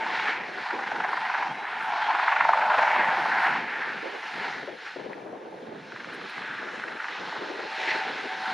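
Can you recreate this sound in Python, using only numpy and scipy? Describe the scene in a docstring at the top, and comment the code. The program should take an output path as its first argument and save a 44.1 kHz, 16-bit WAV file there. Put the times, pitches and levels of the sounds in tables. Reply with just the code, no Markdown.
"""Helicopter behind a hedge

A twin-turbine helicopter hover-taxis some way off on a breezy day. Its rotor roar throbs at the blade
rate and sharpens into slaps where blades cut their own wake; tail fan, gearbox and turbines add thin
tones. Gusts buffet the microphone, leaves rustle and a small bird whistles over a distant rumble."""
import sys
import numpy as np
from scipy import signal
from scipy.fft import rfft, irfft, next_fast_len
from scipy.io import wavfile
from scipy.ndimage import map_coordinates

SR = 44100
rng = np.random.default_rng(int(sys.argv[2]) if len(sys.argv) > 2 else 0)


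def wrap_up_sound(samples):
    """Save the sound to the file named by the first command line argument, as 16-bit audio."""
    columns = np.atleast_2d(samples).T
    # keep every value between -1 and 1, then stretch to whole-number steps
    tamed = np.clip(columns, -1, 1)
    steps = np.round(tamed * 32767).astype(np.int16)
    wavfile.write(sys.argv[1], SR, steps)


N = 376173
TIME = np.arange(N) / SR
FFT_SIZE = next_fast_len(N, real=True)
FREQS = np.maximum(np.arange(FFT_SIZE // 2 + 1) * SR / FFT_SIZE, 1)

# mix of blade rush, wake roar and exhaust hiss: time_s, rush_db, roar_over_rush_db, hiss_over_rush_db
ROTOR_MIX = [(0, -37, -0.5, -7), (.15, -33, 0.5, -7), (.3, -28, -7.5, -12.5), (.4, -37, -2.5, -12.5),
             (.53, -39, -7, -9), (.68, -32.5, 0, -11.5), (.8, -37.5, 2.5, -10), (1.38, -32, 5.5, -11.5),
             (1.55, -39.5, 4.5, -10), (1.74, -33.5, 3, -15), (1.87, -33.5, 4, -14), (2.0, -32.5, 7.5, -12),
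             (2.32, -29.5, 3.5, -13.5), (2.62, -31, 5.5, -12), (2.8, -29, 6.5, -11.5),
             (2.94, -25.5, 1, -17), (3.26, -30.5, 0.5, -12), (3.48, -23, -2, -19), (3.65, -34.5, -4, -14),
             (3.82, -31.5, -10.5, -15.5), (4.18, -42, -2, -5), (4.48, -34, -1, -8), (4.75, -47.5, -12, -7),
             (4.88, -39, -7, -6.5), (5.03, -48.5, -8, -4.5), (5.36, -56.5, 5, -6.5),
             (5.78, -51, -8.5, -4.5), (5.95, -44.5, -7, -5.5), (6.27, -42, -1, -5), (6.4, -36.5, -2.5, -9),
             (6.52, -35.5, -7.5, -11.5), (6.93, -39, -5, -7.5), (7.16, -36, -3, -8),
             (7.68, -41.5, -2.5, -2.5), (7.9, -30, -8, -4.5), (8.02, -34, -4, -5.5),
             (8.26, -38.5, -7.5, -3.5), (8.42, -36.5, 0, -6), (8.53, -36, 1.5, -4)]
# rotor speed, rising a little as the pilot pulls up: time_s, blades_per_s
BLADE_RATE = [(0, 23.53), (4.55, 23.53), (6.0, 24.0), (8.53, 24.05)]
# how much of the rotor's power comes in pulses: time_s, share_0_to_1
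CHOP = [(0, .08), (.55, .1), (.85, .42), (1.15, .42), (1.4, .28), (1.75, .05), (2.1, .2), (2.4, .3),
        (2.75, .25), (3.1, .08), (4.6, .05), (5.6, .08), (6.0, .22), (6.25, .1), (6.65, .04), (6.85, .24),
        (7.1, .22), (7.25, .05)]
# the ground swallows the roar below this edge: time_s, edge_hz
GROUND_EDGE = [(0, 686), (1.7, 797), (2.2, 734), (2.7, 460), (3.0, 487), (3.5, 630), (4.4, 634), (6.7, 820),
               (8.53, 637.4)]
# the rush brightens and dulls as the rotor tilts: time_s, centre_hz
RUSH_CENTRE = [(0, 1806), (.3, 1799), (1.4, 1645), (2.0, 1772), (3.5, 1674), (4.8, 1726), (6.0, 1624),
               (7.3, 1540), (7.75, 1682), (7.9, 1903), (8.05, 1684), (8.53, 1650)]
# the hiss turns hollow as the helicopter clears the hedge: time_s, depth_0_to_1
HOLLOW_DEPTH = [(4.8, 0), (5.5, 0.5), (7.3, 0.7), (8.53, 0.26)]
# blade slaps, before ground and air filter them: start_s, level_db, centre_hz, rise_s
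SLAPS = [(.707, -21, 1400, .0009), (.792, -23, 1050, .0012), (.916, -21, 950, .0009),
         (1.044, -18, 1020, .0012), (1.1295, -14.5, 1050, .0009), (1.173, -18, 1000, .001),
         (1.298, -17, 1000, .0009), (1.342, -18.5, 880, .0008), (1.350, -14.5, 900, .0009),
         (1.425, -15.5, 950, .0009), (2.148, -14, 900, .0008), (2.194, -16, 1200, .001),
         (2.279, -12.5, 1300, .0013), (2.321, -11.5, 1100, .0013), (2.363, -13, 1500, .0011),
         (2.406, -8.5, 1400, .0012), (2.449, -9.5, 980, .0009), (2.4895, -3.5, 920, .0007),
         (2.5325, -5, 950, .0006), (2.790, -14, 900, .0009), (2.833, -13.5, 850, .0009),
         (2.876, -16, 900, .0009), (2.930, -14.5, 900, .0009), (2.960, -14, 1100, .0009),
         (3.170, -12.5, 940, .0006), (3.256, -12, 900, .0006), (3.558, -18, 1000, .0007),
         (4.891, -30, 1700, .0006), (5.131, -26, 1900, .0005), (5.9195, -26.5, 1550, .0007),
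         (5.961, -28, 1550, .0006), (6.0025, -26, 1650, .0006), (6.044, -24.5, 1650, .0006),
         (6.087, -29, 1600, .0004), (6.128, -31, 1550, .0007), (6.212, -29.5, 1300, .0009),
         (6.257, -29.5, 1200, .0007), (6.379, -24.5, 1300, .0005), (6.421, -27, 1050, .0006),
         (6.797, -24, 1600, .0004), (6.8375, -20.5, 1500, .0005), (6.879, -23.5, 1650, .0008),
         (6.960, -28, 1600, .0007), (7.001, -21.5, 1500, .0005), (7.0425, -20.5, 1500, .0004),
         (7.053, -24.5, 1600, .0006), (7.083, -20.5, 1700, .0004), (7.283, -26, 950, .0014),
         (7.323, -25, 950, .0014), (7.361, -22.5, 850, .0012)]
# tail fan tone: time_s, level_db
FAN_LEVEL = [(0, -47), (1.0, -58), (1.7, -58), (2.7, -45), (3.6, -59), (4.8, -59), (5.7, -89), (7.7, -50.5),
             (7.95, -37), (8.22, -47), (8.53, -38)]
# gearbox tones: time_s, low_mesh_db, high_mesh_db
GEAR_LEVELS = [(0, -54, -57), (1.3, -60.5, -56), (2.1, -55.5, -52), (2.7, -35, -46), (3.2, -45, -47),
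               (3.7, -70, -52), (5.0, -84, -67), (7.0, -59, -55), (7.6, -56, -52), (7.93, -45.5, -36.5),
               (8.23, -60, -50), (8.53, -51, -38)]
# rough engine hum: time_s, level_db
HUM_LEVEL = [(0, -33), (.3, -47), (.6, -63), (1.3, -37), (1.7, -46.5), (2.1, -33), (2.75, -31), (3.2, -37),
             (3.7, -45), (4.8, -63)]
# compressor whine, second turbine tone and an airy engine band that fades: time_s, pitch_hz, level_db
WHINE = [(0, 10375, -94), (1.0, 10400, -82), (2.2, 10340, -89), (2.9, 10410, -77), (3.7, 10430, -83),
         (4.4, 10670, -79), (5.0, 10720, -84), (5.4, 10660, -93), (6.5, 10630, -83), (7.4, 10530, -82),
         (8.53, 10480, -78)]
WHISTLE = [(0, 8700, -92), (1.0, 8800, -76), (2.8, 8740, -78.5), (3.6, 8850, -79), (5.0, 8800, -101),
           (8.53, 8748, -81)]
SOUGH = [(0, 2246, -41), (.3, 2260, -48), (.6, 2260, -55), (1.2, 2315, -68)]
# gusts on the microphone: start_s, length_s, flutter_db, rumble_over_flutter_db, left_over_right_db
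GUSTS = [(0, 0.29, -46, -8, 5.5), (0.283, 0.34, -43.5, -12.5, 2.5), (0.725, 0.09, -40, -16.0, -1.0),
         (0.82, 0.11, -46.5, -9, -1), (0.923, 0.11, -42.0, -6.5, -1.5), (1.06, 0.14, -48.5, -7, 4),
         (1.376, 0.06, -50, -8, 3), (1.451, 0.066, -48, 4, 3), (1.55, 0.081, -49, -5.5, 3),
         (1.68, 0.48, -54.5, -6.5, 4), (2.385, 0.34, -56.5, 0.5, 2), (2.767, 0.2, -49.5, -4, 0.0),
         (2.962, 0.07, -47.5, -2, 1.0), (3.056, 0.12, -49.5, -1, 4), (3.194, 0.058, -44.5, -2, -2),
         (3.28, 0.13, -45.5, -3.5, -3), (3.458, 0.17, -46.5, 3, 4), (3.623, 0.19, -47, -6.5, 4),
         (3.848, 0.14, -44, -8.5, 5), (4.027, 0.061, -39.5, -27.0, -6), (4.126, 0.034, -40.5, -21.0, -6),
         (4.334, 0.18, -48.5, -1, 4), (4.54, 0.11, -46.5, -4, 7), (4.695, 0.058, -45.5, -7, 8),
         (4.965, 0.16, -41.5, -10.5, 7), (5.154, 0.21, -41, -13, 4.5), (5.367, 0.29, -42.5, -12.5, -0.5),
         (5.668, 0.11, -41.5, -7.0, -4), (5.786, 0.28, -49, -1.5, -0.5), (6.05, 0.22, -47.5, -4.5, -1),
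         (6.354, 0.21, -51, -1, 6), (6.592, 0.2, -46.5, -6, 5.5), (6.834, 0.12, -43, -15, 4.0),
         (7.098, 0.033, -45.0, -14, -1.5), (7.177, 0.11, -44.5, -6, 1), (7.33, 0.325, -40, -18, 2.0),
         (7.674, 0.06, -51, -11.5, 2.5), (7.777, 0.11, -41.5, -15, 1.5), (7.912, 0.083, -42.5, -6, 5),
         (8.039, 0.23, -42, -13, 3), (8.29, 0.13, -46.5, -12, 2), (8.474, 0.06, -49, -2, 1.5)]
# how much the two microphone ports differ in wind: frequency_hz, side_over_mid_db
WIND_WIDTH = [(50, -20), (170, -22), (300, -12.5), (500, -7.5), (800, -2), (2000, 16.5)]
# single eddies on the microphone: start_s, level_db, centre_hz, rise_s, left_over_right_db
THUMPS = [(.722, -29.5, 380, .009, -1), (2.98, -31, 300, .004, 5), (3.173, -31, 380, .004, 0),
          (4.62, -33, 380, .004, 5), (4.672, -26.5, 520, .005, 5), (4.956, -29, 420, .004, 6),
          (5.325, -30, 400, .003, 3), (5.627, -30, 400, .002, -2), (6.733, -33, 370, .003, 3),
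          (8.092, -32, 380, .003, 3), (8.25, -27.5, 400, .003, 4)]
# leaves shaken close by: centre_s, half_length_s, level_db
RUSTLES = [(1.842, .05, -67), (2.852, 0.25, -71.5), (3.241, 0.1, -68), (3.44, 0.062, -63),
           (4.304, 0.33, -75), (6.143, .016, -64), (6.303, .012, -65)]
# a small bird's whistles: start_s, length_s, from_hz, to_hz, half_peak_db
BIRD_NOTES = [(1.47, .07, 3040, 3340, -51.5), (1.55, .14, 3870, 3970, -57), (1.98, .14, 3060, 3380, -50.5),
              (2.06, .09, 4200, 4420, -55)]
# tone colours of the rotor, wind, hedge and background noises: frequency_hz, relative_db
ROAR_EQ = [(300, -26.5), (480, -9), (620, -5), (760, 7), (870, 9.5), (1020, 5.5), (1180, -3.5), (1500, 3),
           (2500, -28)]
RUSH_EQ = [(500, -51), (850, -14.5), (1200, -6.5), (1400, -2), (1700, 1.5), (1950, -2), (2150, -3),
           (2450, -8.5), (2800, -13.5), (3500, -24), (5000, -47.5)]
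HISS_EQ = [(1800, -4), (2600, 1.5), (3100, 0), (4250, -2.5), (4750, -8), (5200, -9), (6000, -15),
           (7400, -22.5), (7950, -31), (8800, -28.5), (10500, -36.5), (11300, -53.5), (15000, -59)]
FLUTTER_EQ = [(100, -43), (200, -16), (310, 1), (450, 4.5), (600, -1), (780, -3.5), (1100, -15),
              (1800, -38.5), (3000, -62), (6000, -66.5)]
RUMBLE_EQ = [(30, -37.5), (55, -38), (78, -29.5), (100, -14.5), (140, -3), (200, 2.5), (260, 2), (360, -8),
             (600, -36.5)]
LEAVES_EQ = [(500, -28), (2500, 3.5), (4000, -8), (6000, -3), (8000, -16), (10500, -11.5), (11500, -23),
             (15000, -25.5)]
RUSTLE_EQ = [(4000, -21), (9500, 6), (11500, -2), (15000, -16)]
SURROUNDINGS_EQ = [(20, -20), (45, -25), (70, -14), (110, -3), (160, -1.5), (400, -1), (1000, -14)]


def rotor(hiss_chop=.43, grit_db=1.05, shimmer_db=1.5):
    """Wake roar, blade rush and exhaust hiss, throbbing with the blades."""
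    rush_db, roar_db, hiss_db = automation(ROTOR_MIX)
    chop, = automation(CHOP)
    throb = np.sqrt(1 - chop + chop * blade_pulses())
    throb *= unit_rms(from_db(grit_db * drift(100)))  # eddies cut by the blades crackle
    blades = throb * (from_db(roar_db) * wake_roar() + blade_rush())
    exhaust = from_db(hiss_db) * exhaust_hiss() * (1 + hiss_chop * (throb - 1))
    mix = from_db(rush_db) * (blades + exhaust)
    # turbulent air on the way makes each band shimmer on its own
    return moving_eq(mix, 600, 8000, lambda hz: shimmer_db * drift(5), bands=10)


def blade_pulses(sharpness=3.0, uneven_db=.8, jitter=.015, first_blade_s=.027):
    """One swell of power per passing blade, each with its own strength; mean 1."""
    rate, = automation(BLADE_RATE)
    passed = np.cumsum(rate) / SR - first_blade_s * rate[0] + jitter * drift(19)
    blade = np.floor(passed + .5).astype(int)
    strength = from_db(uneven_db * rng.standard_normal(blade.max() + 2))[blade + 1]
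    power = strength * np.exp(sharpness * np.cos(2 * np.pi * passed))
    return power / power.mean()


def wake_roar(db_per_octave=30):
    """The body of the rotor noise, its low end swallowed by the ground."""
    edge_hz, = automation(GROUND_EDGE)
    roar = unit_rms(noise(eq_curve(ROAR_EQ)))
    return moving_eq(roar, 330, 719, lambda hz: -db_per_octave * np.log2(edge_hz / hz).clip(0), bands=6)


def blade_rush(rest_hz=1700):
    """Air rushing over the blades; its whole colour slides as the rotor tilts."""
    centre_hz, = automation(RUSH_CENTRE)
    playhead = np.cumsum(centre_hz / rest_hz) % (N - 1)
    return unit_rms(map_coordinates(noise(eq_curve(RUSH_EQ)), [playhead], order=3))


def exhaust_hiss(notch_hz=4720, width_hz=230):
    """Bright exhaust noise, hollowed by a narrow notch of changing depth."""
    hiss = unit_rms(noise(eq_curve(HISS_EQ)))
    band = signal.lfilter(*signal.iirpeak(notch_hz, notch_hz / width_hz, fs=SR), hiss)
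    depth, = automation(HOLLOW_DEPTH)
    return hiss - depth * band


def blade_slaps(echo_s=.01, echo_db=-13):
    """A blade hits a tip vortex and gives a crack of a few cycles; a wall returns it."""
    cracks = sum(burst(*slap, octaves=1.7, ring=1, crest_db=5.3) for slap in SLAPS)
    # the ground takes the bass away and the air the top
    distance = signal.butter(4, [580, 2400], "band", fs=SR, output="sos")
    cracks = signal.sosfilt(distance, cracks + 1e-18)
    return cracks + from_db(echo_db) * delayed(cracks, echo_s)


def drive_train(fan_cycles_per_blade=31.48, low_mesh_ratio=5 / 6, high_mesh_ratio=7 / 6):
    """Tail fan and gear meshes are geared to the rotor, so their pitches follow its speed."""
    fan_hz = fan_cycles_per_blade * automation(BLADE_RATE)[0]
    fan_db, = automation(FAN_LEVEL)
    low_db, high_db = automation(GEAR_LEVELS)
    fan = machine_tone(fan_hz, fan_db, waver=.008, waver_hz=25)
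    overtone = machine_tone(2 * fan_hz, fan_db - 6, waver=.005, waver_hz=15)
    low_mesh = machine_tone(low_mesh_ratio * fan_hz, low_db, waver=.004, waver_hz=15, flicker_db=3.0)
    high_mesh = machine_tone(high_mesh_ratio * fan_hz, high_db, waver=.006, waver_hz=25)
    return fan + overtone + low_mesh + high_mesh


def machine_tone(hz, db, waver, waver_hz, flicker_db=3.5):
    """A sine whose pitch and strength waver in the moving air."""
    phase = 2 * np.pi * np.cumsum(hz * (1 + waver * drift(waver_hz))) / SR
    return from_db(db) * unit_rms(np.sin(phase) * from_db(flicker_db * drift(25)))


def engines(hum_hz=890):
    """A rough hum under the thin, high tones of the free-running turbines."""
    hum = machine_tone(hum_hz, automation(HUM_LEVEL)[0], waver=.011, waver_hz=30)
    whine = turbine_tone(*automation(WHINE), width_hz=80)
    whistle = turbine_tone(*automation(WHISTLE), width_hz=190)
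    sough = turbine_tone(*automation(SOUGH), width_hz=90)
    return hum + whine + whistle + sough


def turbine_tone(hz, db, width_hz, waver=.003, flicker_db=1.8):
    """Turbulence smears a tone into a narrow, airy band that wavers slightly."""
    phase = 2 * np.pi * np.cumsum(hz * (1 + waver * drift(5))) / SR
    band = drift(width_hz) * np.cos(phase) + drift(width_hz) * np.sin(phase)
    return from_db(db) * unit_rms(band * from_db(flicker_db * drift(8)))


def wind(breeze_flutter_db=-55, breeze_rumble_db=-63, attack_s=.01, release_s=.022):
    """Gusts flutter and rumble on the microphone over a light breeze; each rises, holds and dies away."""
    flutter_power, rumble_power = from_db(breeze_flutter_db) ** 2, from_db(breeze_rumble_db) ** 2
    for start_s, length_s, flutter_db, rumble_db, left_db in GUSTS:
        attack = np.clip((TIME - start_s) / attack_s + .5, 0, 1)
        release = np.exp(-np.clip((TIME - start_s - length_s) / release_s, 0, 20))
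        gust = from_db(flutter_db) * attack * release
        flutter_power = flutter_power + (gust * pan(left_db)) ** 2
        rumble_power = rumble_power + (gust * from_db(rumble_db)) ** 2
    flutter = np.sqrt(flutter_power) * buffet(FLUTTER_EQ, lump_db=2.5, lump_hz=43)
    rumble = np.sqrt(rumble_power) * buffet(RUMBLE_EQ, lump_db=3.0, lump_hz=17)
    return flutter + rumble


def buffet(eq, lump_db, lump_hz):
    """Lumpy eddy noise, partly different at the two microphone ports."""
    mid, side = noise(eq_curve(eq)), noise(eq_curve(eq) * eq_curve(WIND_WIDTH))
    lumps = unit_rms(from_db(lump_db * drift(lump_hz)))
    return lumps * (mid + side * [[1], [-1]]) / mid.std()


def thumps():
    """Single strong eddies thump on the microphone, most hitting one port harder."""
    return sum(burst(*thump, octaves=1.6, ring=0, crest_db=7) * pan(left_db)
               for *thump, left_db in THUMPS)


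def hedge(level_db=-67, stir_db=1.5, crackle_db=2.5):
    """Leaves hiss faintly on both sides and rustle when shaken."""
    hiss = from_db(level_db + stir_db * drift(2)) * wide_noise(LEAVES_EQ, side_db=-3)
    shake = sum(from_db(db) * np.exp(-((TIME - at_s) / half_s) ** 2) for at_s, half_s, db in RUSTLES)
    return hiss + shake * wide_noise(RUSTLE_EQ, side_db=-6) * from_db(crackle_db * drift(120))


def bird():
    """A small bird whistles, each note a pure upward glide."""
    out = np.zeros(N)
    for start_s, length_s, from_hz, to_hz, db in BIRD_NOTES:
        progress = np.clip((TIME - start_s) / length_s, 0, 1)
        phase = 2 * np.pi * np.cumsum(from_hz + (to_hz - from_hz) * progress) / SR
        out += 2 * from_db(db) * np.sin(np.pi * progress) * np.sin(phase)
    return out


def surroundings(level_db=-69):
    """A wide bed of distant outdoor rumble."""
    return from_db(level_db) * wide_noise(SURROUNDINGS_EQ, side_db=.5)


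def burst(start_s, db, hz, rise_s, octaves, ring, crest_db):
    """A short, rough hit that peaks near db; ring adds a pitched core."""
    out, age = np.zeros(N), TIME[:SR // 8]
    envelope = (age / rise_s) * np.exp(-age / rise_s / 2)
    band = signal.butter(2, hz * 2 ** (octaves * np.array([-.5, .5])), "band", fs=SR, output="sos")
    grit = unit_rms(signal.sosfilt(band, rng.standard_normal(len(age))))
    core = ring * np.sin(2 * np.pi * (hz * age + rng.random()))
    hit = signal.sosfilt(band, envelope * np.tanh(grit + core))
    hit = unit_rms(hit) / unit_rms(envelope).max()
    start = round(start_s * SR)
    out[start:start + len(age)] = from_db(db - crest_db) * hit[:N - start]
    return out


def noise(gains):
    """Noise of the given colour."""
    return irfft(rfft(rng.standard_normal(FFT_SIZE)) * gains)[:N]


def wide_noise(eq, side_db):
    """Noise from all around, partly alike left and right; unit power."""
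    mid, side = noise(eq_curve(eq)), noise(eq_curve(eq))
    return unit_rms(mid + from_db(side_db) * side * [[1], [-1]])


def eq_curve(points):
    """Gain at every frequency, falling 40 dB in the octave past each end."""
    hz, db = np.transpose(points)
    hz, db = [hz[0] / 2, *hz, hz[-1] * 2], [db[0] - 40, *db, db[-1] - 40]
    return from_db(np.interp(np.log(FREQS), np.log(hz), db))


def moving_eq(x, low_hz, high_hz, gain_db, bands):
    """Split into overlapping bands and ride each with the moving gain gain_db(hz)."""
    centres, spectrum = np.geomspace(low_hz, high_hz, bands), rfft(x, FFT_SIZE)
    shares = [np.interp(np.log(FREQS), np.log(centres), row) for row in np.eye(bands)]
    return sum(irfft(spectrum * share)[:N] * from_db(gain_db(hz)) for hz, share in zip(centres, shares))


def drift(rate_hz, hop=40, settle=2000):
    """Smooth random modulation with spread 1, rolling off above rate_hz."""
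    pole = np.exp(-2 * np.pi * rate_hz * hop / SR)
    white = rng.standard_normal(N // hop + settle + 2)
    slow = signal.lfilter([1], [1, -2 * pole, pole * pole], white)[settle:]
    return np.interp(np.arange(N) / hop, np.arange(len(slow)), unit_rms(slow))


def automation(rows):
    """One value per sample for each column after the time."""
    times, *columns = np.transpose(rows)
    return [np.interp(TIME, times, column) for column in columns]


def delayed(x, seconds):
    """The same sound after a longer path."""
    return np.interp(TIME - seconds, TIME, x, left=0)


def pan(left_db):
    """Left and right gains, left_db apart."""
    return from_db([[left_db / 2], [-left_db / 2]])


def from_db(db):
    """Decibels to gain."""
    return 10 ** (np.asarray(db) / 20)


def unit_rms(x):
    """Scale to unit power."""
    return x / np.sqrt(np.mean(x ** 2) + 1e-20)


def scene(scatter_db=-15, scatter_hz=4000, scatter_s=.047):
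    """The helicopter is straight ahead; some of its treble is scattered back from the sides."""
    helicopter = rotor() + blade_slaps() + drive_train() + engines()
    treble = signal.sosfilt(signal.butter(2, scatter_hz, "high", fs=SR, output="sos"), helicopter)
    scattered = from_db(scatter_db) * delayed(treble, scatter_s) * [[1], [-1]]
    return helicopter + scattered + surroundings() + wind() + thumps() + hedge() + bird()


def record(dry, cutoff_hz=15200):
    """A steep high cut takes off the very top."""
    return signal.sosfilt(signal.ellip(10, .1, 80, cutoff_hz, fs=SR, output="sos"), dry)


dry = scene()
out = record(dry)
wrap_up_sound(out)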